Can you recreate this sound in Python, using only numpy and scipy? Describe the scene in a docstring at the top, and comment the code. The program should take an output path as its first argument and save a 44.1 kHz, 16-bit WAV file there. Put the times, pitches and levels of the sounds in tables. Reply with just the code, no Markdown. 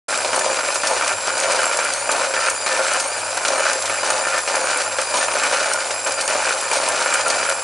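"""A small printed-plastic marble machine runs on a desk, heard from close by.
Its geared motor whines, and sags each time the screw lifts a ball. Steel balls roll down the ridged
track and circle in the funnel, shaking the hollow base and thin walls. They knock on the body, clack
against each other and jolt the desk. Faint mains hum and room air lie underneath."""
import sys
import numpy as np
from scipy import signal
from scipy.fft import rfft, irfft
from scipy.io import wavfile
from scipy.ndimage import uniform_filter1d, minimum_filter1d

SR = 44100
rng = np.random.default_rng(int(sys.argv[2]) if len(sys.argv) > 2 else 0)


def persist_wave(psi):
    """Save psi, clipped to +-1, as 16-bit WAV."""
    counts = np.round(np.clip(psi, -1, 1) * 32767).astype(np.int16)
    wavfile.write(sys.argv[1], SR, np.atleast_2d(counts).T)


N = 336483
TIME_S = np.arange(N) / SR

# Table levels are relative; the functions set the final gains.
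# Screw lifts a ball, once a turn. Each row: time in seconds, deepest sag of the tooth rate in Hz.
LIFT_SAGS = [(.37, 300), (.9, 319.6), (1.42, 320), (1.97, 370), (2.5, 380), (3.045, 410), (3.575, 331),
             (4.11, 309), (4.65, 280.6), (5.179, 316.7), (5.72, 322), (6.245, 361), (6.761, 309.3),
             (7.29, 291)]
# Load over one screw turn. Each row: offset from the lift in seconds, share of the deepest sag.
SCREW_LOAD = [(-.25, .12), (-.16, 0), (-.13, .28), (-.05, .28), (-.025, .68), (0, 1), (.045, .55),
              (.11, .17), (.155, .46), (.175, 0), (.21, .28), (.24, .06)]
# Gear whine. Each row: multiple of the tooth rate, level in dB.
WHINE_PARTIALS = [(1, -46.5), (2, -46.5), (3, -41.5), (4, -39.5), (5, -47)]
# Gear housing resonances. Each row: centre in Hz, width in Hz, lift in dB.
HOUSING_MODES = [(4840, 240, 8.5), (7130, 193, 8), (7520, 220, 7), (9000, 440, 6.5), (9440, 83, -3),
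                 (10210, 120, 4)]
# Gear train hiss. Each row: frequency in Hz, density in dB.
HISS_SPECTRUM = [(200, -30.5), (550, 20), (1400, 11), (2500, 1.5), (3500, -9), (4800, 6), (6600, 5),
                 (7600, 12.5), (8800, 4), (9900, 13), (11000, 0.5), (14000, -33)]

# Hollow base under a soft blow. Each row: frequency in Hz, density in dB.
BASE_SPECTRUM = [(40, -50), (130, -25), (220, -23.5), (300, -16.5), (420, -10.5), (540, -1.14), (780, -5),
                 (1000, -1), (1250, -4.5), (2000, -35.5), (6000, -44)]
# Base resonances. Each row: centre in Hz, width in Hz, lift in dB.
BASE_RESONANCES = [(190, 31, 5.5), (271, 33, 9), (371.5, 25, 5), (537, 58, 5.5), (616.6, 25, 5),
                   (670, 100, 4), (860.5, 19, 5.5), (938, 14, 5.5)]
# Thin track and funnel walls. Each row: frequency in Hz, density in dB.
TRACK_SPECTRUM = [(100, -30.5), (600, -20.5), (1000, -8), (1230, -1.5), (1500, -2), (1950, -10), (2600, -9),
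                  (3500, -28), (6000, -27.5), (11000, -31.5)]
# Wall resonances. Each row: centre in Hz, width in Hz, lift in dB.
TRACK_RESONANCES = [(1256, 27, 1.5), (1388, 70, 5), (1458, 44, 2), (1574, 20, 4), (1779, 42, 8),
                    (2365, 140, 6.5), (2982, 120, 11.5), (3300, 45, 11)]
# Steel grazing plastic. Each row: frequency in Hz, density in dB.
RATTLE_SPECTRUM = [(200, -24), (900, -4.5), (2500, 7), (3500, 5), (4200, 8.5), (5400, 4.5), (6100, 8),
                   (7200, 2), (9000, 5.5), (11000, -11.5), (14000, -17)]
# Balls circling in the funnel. Each row: time in seconds, level in dB.
FUNNEL_LEVELS = [(0, -26), (.6, -28.5), (1.2, -29), (1.6, -24), (2, -28.5), (2.58, -29.5), (2.95, -27.5),
                 (3.33, -29), (3.75, -25.5), (4.2, -38), (4.44, -31.5), (4.75, -28), (5.0, -28.5),
                 (5.55, -25), (6.02, -30.5), (6.6, -27.5), (7.4, -26.5), (7.62, -30)]
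# Runs along the track. Each row: start in seconds, length in seconds, base rumble in dB, wall ring in dB.
TRACK_RUNS = [(0.072, 0.13, -30.5, -27), (0.23, 0.081, -24.5, -33), (0.309, 0.42, -23, -28.5),
              (0.831, 0.3, -23.5, -25.5), (1.251, 0.057, -25, -26), (1.363, .1, -23.5, -27.5),
              (1.469, 0.21, -21.5, -25), (1.7, .2, -36, -25.5), (2.096, .17, -22.5, -24.5),
              (2.326, 0.18, -26.5, -23), (2.659, 0.34, -24.5, -24), (3.36, 0.031, -19, -23.5),
              (3.447, 0.27, -23, -24), (3.847, 0.18, -28, -28.5), (4.025, 0.38, -23.5, -26),
              (4.475, 0.35, -24.5, -25), (4.987, 0.038, -24, -30), (5.128, 0.12, -20.5, -23.5),
              (5.297, 0.18, -25, -25), (5.494, 0.24, -27.5, -25.5), (6.058, 0.078, -22.5, -28),
              (6.164, 0.06, -24.5, -25), (6.28, 0.25, -24, -25), (6.709, 0.52, -24.5, -25.5),
              (7.24, .29, -25.5, -27)]
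# A run thins out from base to walls. Each row: share of the run, then rumble, ring and rattle in dB.
RUN_BALANCE = [(0, -2, 0, 1.5), (.3, 1, -1, -2.5), (.42, 1, -1.5, -1), (.6, -3.5, 1.1, -2),
               (.82, -3.5, 2.7, -3.5), (1, -3.5, 3.5, 2.5)]
# Still room air. Each row: frequency in Hz, density in dB.
AIR_SPECTRUM = [(20, -2), (60, -7), (110, 3), (200, -2), (1000, -30), (10000, -45)]

# A ball drops or hits a wall. Each row: time in seconds, level in dB, treble offset in dB.
BALL_KNOCKS = [(0.134, -14, -12), (0.247, -10, -1), (0.331, -10.5, -1), (0.433, -20, -13),
               (0.587, -12, -16), (0.757, -7.5, -2), (0.834, -7.5, -7), (0.963, -15, -16),
               (1.383, -15, -11), (1.463, -22, -9), (1.546, -10.5, -14), (1.571, -16, -8),
               (1.591, -14, -16), (1.655, -18, -10), (1.789, -12.5, -13), (2.091, -7, -18),
               (2.338, -8.5, -4), (2.663, -8.5, 0), (2.711, -25, 1), (3.45, -9.5, 2), (3.897, -9.5, -4),
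               (4.03, -13, -16), (4.102, -8.5, -4), (4.268, -13.5, -14), (4.343, -12, -20), (4.476, -11, 1),
               (4.543, -11.5, -10), (4.986, -7.5, 0), (5.21, -18, 7), (5.283, -9, -14), (5.464, -9.5, -12),
               (5.524, -22, -8), (5.907, -13, -4), (5.786, -12, -10), (6.063, -11, -10), (6.279, -11, -3),
               (6.466, -16, -15), (6.714, -10, -6), (6.974, -14, -14), (7.263, -13, -16), (7.299, -12, -10)]
# Steel on steel. Each row: time in seconds, level in dB, centre in Hz, rebound T60 in seconds.
BALL_CLACKS = [(.1755, -9.5, 7340, 0.023), (.3606, -8, 9000, 0.035), (0.393, -8, 7340, .04),
               (0.744, -11, 7400, 0.17), (0.8713, -6, 5700, 0.054), (1.0786, -7, 7440, .02),
               (1.3778, -10, 6000, .04), (1.4007, -7, 6700, 0.017), (1.5198, -7, 7300, .03),
               (1.6563, -8, 9250, 0.0079), (1.7709, -8.5, 7460, .02), (1.8476, -6, 9330, 0.018),
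               (1.9363, -7.5, 6960, 0.014), (2.115, -7, 9070, 0.039), (2.4982, -9.5, 8000, 0.055),
               (2.8756, -13, 7460, 0.019), (2.935, -9.5, 7540, .03), (3, -10, 7360, .05),
               (3.3735, -11.5, 10030, .03), (3.482, -6.5, 6080, 0.036), (3.601, -11, 6000, .03),
               (3.732, -7, 6050, 0.022), (3.823, -12, 5460, 0.066), (3.856, -12.5, 3000, 0.11),
               (4.0654, -13, 4760, .02), (4.1035, -5, 6780, .03), (4.383, -6, 8540, .011),
               (4.555, -11, 5950, .06), (4.7731, -8, 9730, 0.014), (5.0164, -7, 9850, 0.0092),
               (5.17, -10, 5000, 0.061), (5.4342, -11.5, 7330, 0.049), (5.735, -5.5, 8090, .03),
               (6.072, -10, 7540, .03), (6.1215, -8, 9300, 0.01), (6.21, -8.5, 5400, .04),
               (6.278, -1, 6060, .011), (6.301, -13, 6040, 0.045), (6.495, -9, 8510, 0.012),
               (6.612, -10, 9740, 0.012), (6.713, -11, 9900, 0.019), (6.734, -6, 6470, 0.043),
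               (6.8868, -6.5, 9200, 0.036), (7.1389, -6, 7490, .07), (7.281, -1, 9040, 0.0092),
               (7.301, -5, 4740, .06), (7.4954, -8, 9070, .03)]
# Drops that jolt the desk. Each row: time in seconds, level in dB.
DESK_JOLTS = [(0.409, -53), (1.559, -52), (2.829, -52), (3.374, -51), (4.382, -35), (4.772, -52),
              (5.469, -55), (6.492, -52)]
# Glancing blows that ring one wall. Each row: time in seconds, pitch in Hz, level in dB.
WALL_NOTES = [(0.41, 1756, -26.5), (0.596, 1430, -31), (2.411, 1346, -22.5), (2.712, 1760, -24.5),
              (2.786, 1400, -28), (2.908, 1340, -23), (5.147, 983, -21), (5.213, 1770, -26),
              (5.743, 1432, -23), (7.04, 1421, -25), (7.26, 1379, -22), (7.303, 1777, -32)]
# Reflections that differ left to right. Each row: frequency in Hz, level in dB re the direct sound.
SIDE_SPECTRUM = [(120, -13), (300, -16), (700, -13), (1200, -15.5), (2200, -11.5), (4500, -13.5),
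                 (9000, -11.5)]


def from_db(db):
    """Decibels to gain."""
    return 10 ** (np.asarray(db) / 20)


def unit_rms(x):
    """Scale to unit rms."""
    return x / np.sqrt(np.mean(x ** 2) + 1e-20)


def curve(rows):
    """Interpolate (seconds, value) rows at every sample."""
    return np.interp(TIME_S, *np.transpose(rows))


def drift(rate_hz):
    """Smooth random motion, unit rms."""
    step, settle = 20, 4000
    pole = np.exp(-2 * np.pi * rate_hz * step / SR)
    noise = rng.standard_normal(N // step + settle + 2)
    slow = signal.lfilter([1], [1, -2 * pole, pole * pole], noise)[settle:]
    return np.interp(np.arange(N) / step, np.arange(len(slow)), unit_rms(slow))


def response(spectrum, modes=(), size=8192):
    """Minimum-phase impulse response of a body with this spectrum and these resonances."""
    hz = np.maximum(np.arange(size // 2 + 1) * SR / size, 1)
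    points_hz, points_db = np.transpose(spectrum)
    db = np.interp(np.log(hz), np.log(points_hz), points_db)
    for centre_hz, width_hz, lift_db in modes:
        db += lift_db / (1 + (2 * (hz - centre_hz) / width_hz) ** 2)
    cepstrum = irfft(np.log(from_db(db)))[:size // 2]
    cepstrum[1:] *= 2
    return irfft(np.exp(rfft(cepstrum, size)))


def through(x, impulse):
    """Excite an impulse response with x."""
    return signal.fftconvolve(x, impulse)[:len(x)]


def add(out, start_s, sound):
    """Mix a sound in at start_s."""
    at = max(round(start_s * SR), 0)
    out[at:at + len(sound)] += sound[:N - at]


def tooth_rate_hz(unloaded_hz=2503):
    """Each screw turn drags the motor down in the same pattern, to its own depth."""
    sags = [(lift_s + offset_s, sag_hz * share)
            for lift_s, sag_hz in LIFT_SAGS for offset_s, share in SCREW_LOAD]
    return unloaded_hz - curve(sorted(sags))


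def motor(whine_gain_db=3, strain_db=4, hiss_db=-31, throb=0.51, middle_gear_hz=14, pinion_teeth=12):
    """Gear teeth whine through the housing, louder and rougher under load; hiss throbs with the pinion."""
    tooth_hz = tooth_rate_hz()
    load = (tooth_hz.max() - tooth_hz) / np.ptp(tooth_hz)
    # off-centre middle gear binds unevenly, once a turn
    turn = np.sin(2 * np.pi * middle_gear_hz * TIME_S + 1.5 * drift(5))
    binding = np.maximum(turn, 0) ** 2 * np.abs(drift(8))
    drag = (.026 + .012 * load) * (binding - binding.mean())
    jitter = .004 * drift(50) + (.008 + .013 * load) * drift(350)
    phase = 2 * np.pi * np.cumsum(tooth_hz * (1 - drag + jitter)) / SR
    teeth = sum(from_db(db + 3.5 * drift(70)) * np.sin(k * phase) for k, db in WHINE_PARTIALS)
    housing = response([(1000, 0), (10000, 0)], HOUSING_MODES)
    whine = through(teeth * from_db(whine_gain_db + strain_db * load), housing)
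    pinion_throb = 1 + throb * np.sin(phase / pinion_teeth)
    friction = rng.standard_normal(N) * pinion_throb * from_db(0.24 * drift(60))
    hiss = unit_rms(through(friction, response(HISS_SPECTRUM)))
    return whine + from_db(hiss_db) * hiss


def roll_gains(attack_s=0.018, release_s=0.043, waver_db=1):
    """Rumble, ring and rattle gains: funnel and track runs add in power."""
    funnel_db = curve(FUNNEL_LEVELS)
    powers = [from_db(funnel_db + trim_db) ** 2 for trim_db in (0, -1, -4)]
    share, *balances_db = np.transpose(RUN_BALANCE)
    for start_s, length_s, rumble_db, ring_db in TRACK_RUNS:
        t = TIME_S[:int((length_s + release_s) * SR)]
        corners_s = [0, attack_s, length_s - release_s / 2, length_s + release_s / 2]
        gate = np.interp(t, corners_s, [0, 1, 1, 0])
        rattle_db = (rumble_db + ring_db) / 2 - 3
        for power, db, balance_db in zip(powers, (rumble_db, ring_db, rattle_db), balances_db):
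            gain = gate * from_db(db + np.interp(t / length_s, share, balance_db))
            add(power, start_s, gain ** 2)
    return [np.sqrt(power) * from_db(waver_db * drift(16.4)) for power in powers]


def strengths(spread_db):
    """Random impact sizes, log-normal, clipped at two sigma."""
    return from_db(spread_db * np.clip(rng.standard_normal(N), -2, 2))


def level_out(clicks, window_samples):
    """Hold the running power of a click train near one."""
    power = np.abs(uniform_filter1d(clicks ** 2, size=window_samples))
    return clicks / np.sqrt(power + 1e-9)


def bounces(per_s, uneven, spread_db):
    """A hopping ball touches down at a loosely regular rate."""
    count = np.cumsum(per_s * np.exp(uneven * drift(60))) / SR
    touches = np.diff(np.floor(count), prepend=0)
    return level_out(touches * strengths(spread_db), window_samples=4000)


def contacts(per_s, spread_db):
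    """Tiny impacts, random in time, size and sign."""
    sizes = strengths(spread_db) * rng.choice([-1, 1], N)
    touches = rng.random(N) < per_s / SR
    return level_out(sizes * touches, window_samples=2600)


def flight_dip(flight_s=0.0076, dip_db=-5):
    """A ball is airborne just before each knock, so the rolling dips."""
    airborne = np.zeros(N)
    for landing_s, _, _ in BALL_KNOCKS:
        add(airborne, landing_s - flight_s, np.linspace(0, 1, int(flight_s * SR)))
    return from_db(dip_db * np.minimum(airborne, 1))


def rolling(base, track, body_gain_db=-1, base_hop=0.54, rattle_hop=0.38):
    """Balls tick over the print ridges and hop along, shaking base and track walls."""
    rumble_gain, ring_gain, rattle_gain = roll_gains()
    hops = unit_rms(bounces(per_s=66, uneven=.3, spread_db=2)
                    - bounces(per_s=84, uneven=.4, spread_db=2.5))
    # contact is firmest just after touch-down
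    settling = np.exp(-TIME_S[:SR // 40] / .003)
    pressure = 1 + unit_rms(through(np.abs(hops), settling))
    base_ticks = unit_rms(pressure * contacts(per_s=2500, spread_db=2.5))
    track_ticks = unit_rms(pressure * contacts(per_s=2500, spread_db=2.5))
    rumble = rumble_gain * unit_rms(through(base_ticks + base_hop * hops, base))
    ring = ring_gain * unit_rms(through(track_ticks + hops, track))
    grazes = contacts(per_s=6000, spread_db=3) * from_db(2.8 * drift(110))
    rattle = rattle_gain * unit_rms(through(grazes + rattle_hop * hops, response(RATTLE_SPECTRUM)))
    return flight_dip() * (from_db(body_gain_db) * (rumble + ring) + rattle)


def mains_hum(hz=100, level_db=-56.5):
    """Faint hum, wavering in level and phase."""
    waver_db = 3.2 * drift(16)
    phase = 2 * np.pi * hz * TIME_S + 0.39 * drift(9.5)
    return from_db(level_db + waver_db) * unit_rms(np.sin(phase))


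def room_tone(mid_db=-70, side_db=-74):
    """Very faint low rumble of air, different left and right."""
    air = response(AIR_SPECTRUM)
    mid, side = [unit_rms(through(noise, air)) for noise in rng.standard_normal((2, N))]
    return from_db(mid_db) * mid + from_db(side_db) * side * np.array([[1], [-1]])


def blow(chatter, t60_s, size=2048):
    """One impact, then a dying chatter of tiny rebounds; unit energy."""
    rebounds = rng.standard_normal(size) * from_db(-60 * TIME_S[:size] / t60_s)
    force = chatter * rebounds / np.linalg.norm(rebounds)
    force[0] = 1
    return force / np.linalg.norm(force)


def knocks(base, track, crack_gain_db=-3):
    """A falling ball thumps base and track; the hard contact adds a short rattle."""
    out, rattle = np.zeros(N), response(RATTLE_SPECTRUM)
    for start_s, db, treble_db in BALL_KNOCKS:
        thud = through(blow(chatter=1.15, t60_s=0.065), base)
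        thud += through(blow(chatter=2.25, t60_s=0.066), track)
        crack = through(blow(chatter=3.2, t60_s=0.079), rattle)
        add(out, start_s, from_db(db) * thud / np.abs(thud).max())
        add(out, start_s, from_db(db + treble_db + crack_gain_db) * crack / np.abs(crack).max())
    return out


def clacks(width_hz=4500):
    """Steel on steel: a bright snap and its rebounds, scattered by the funnel walls."""
    out = np.zeros(N)
    radius = np.exp(-np.pi * width_hz / SR)
    for start_s, db, hz, t60_s in BALL_CLACKS:
        force = blow(chatter=4 + t60_s / 0.015, t60_s=t60_s, size=4096)
        resonator = [1, -2 * radius * np.cos(2 * np.pi * hz / SR), radius ** 2]
        snap = signal.lfilter([1, 0, -1], resonator, force)
        add(out, start_s, from_db(db) * snap / np.abs(snap).max())
    return out


def jolts(gain_db=-5, hz=55, t60_s=0.054):
    """The desk answers a heavy drop with a short, deep bump."""
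    out, t = np.zeros(N), TIME_S[:SR // 5]
    for start_s, db in DESK_JOLTS:
        add(out, start_s, from_db(db + gain_db - 60 * t / t60_s) * np.sin(2 * np.pi * hz * t))
    return out


def wall_rings(gain_db=5, t60_s=0.17):
    """A thin wall struck at its free edge sounds one short note."""
    out, t = np.zeros(N), TIME_S[:SR // 4]
    for start_s, hz, db in WALL_NOTES:
        add(out, start_s, from_db(db + gain_db - 60 * t / t60_s) * np.sin(2 * np.pi * hz * t))
    return out


def room(direct, t60_s=0.25, common_db=-13, size=12000):
    """Faint dense reflections from desk and walls: one tail shared, one opposed left to right."""
    tails = rng.standard_normal((2, size)) * from_db(-60 * TIME_S[:size] / t60_s)
    common, side = [through(direct, tail / np.linalg.norm(tail)) for tail in tails]
    side = through(side, response(SIDE_SPECTRUM))
    return direct + from_db(common_db) * common + side * np.array([[1], [-1]])


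def scene(low_cut_hz=174):
    """The machine in its room; its small body radiates no deep bass."""
    base = response(BASE_SPECTRUM, BASE_RESONANCES)
    track = response(TRACK_SPECTRUM, TRACK_RESONANCES)
    balls = rolling(base, track) + knocks(base, track) + wall_rings() + clacks()
    highpass = signal.butter(2, low_cut_hz, "high", fs=SR, output="sos")
    machine = signal.sosfilt(highpass, motor() + balls)
    return room(machine) + jolts() + mains_hum() + room_tone()


def record(dry, start_s=.082, fade_s=.003, ceiling=.58, cutoff_hz=11050):
    """Abrupt fade-in, fast peak limiter, steep low-pass."""
    sound = dry * np.clip((TIME_S - start_s) / fade_s, 0, 1)
    allowed_gain = np.minimum(1, ceiling / (np.abs(sound).max(axis=0) + 1e-9))
    gain = uniform_filter1d(minimum_filter1d(allowed_gain, size=90), size=90)
    lowpass = signal.ellip(12, .1, 90, cutoff_hz, fs=SR, output="sos")
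    return signal.sosfilt(lowpass, sound * gain)


dry = scene()
out = record(dry)
persist_wave(out)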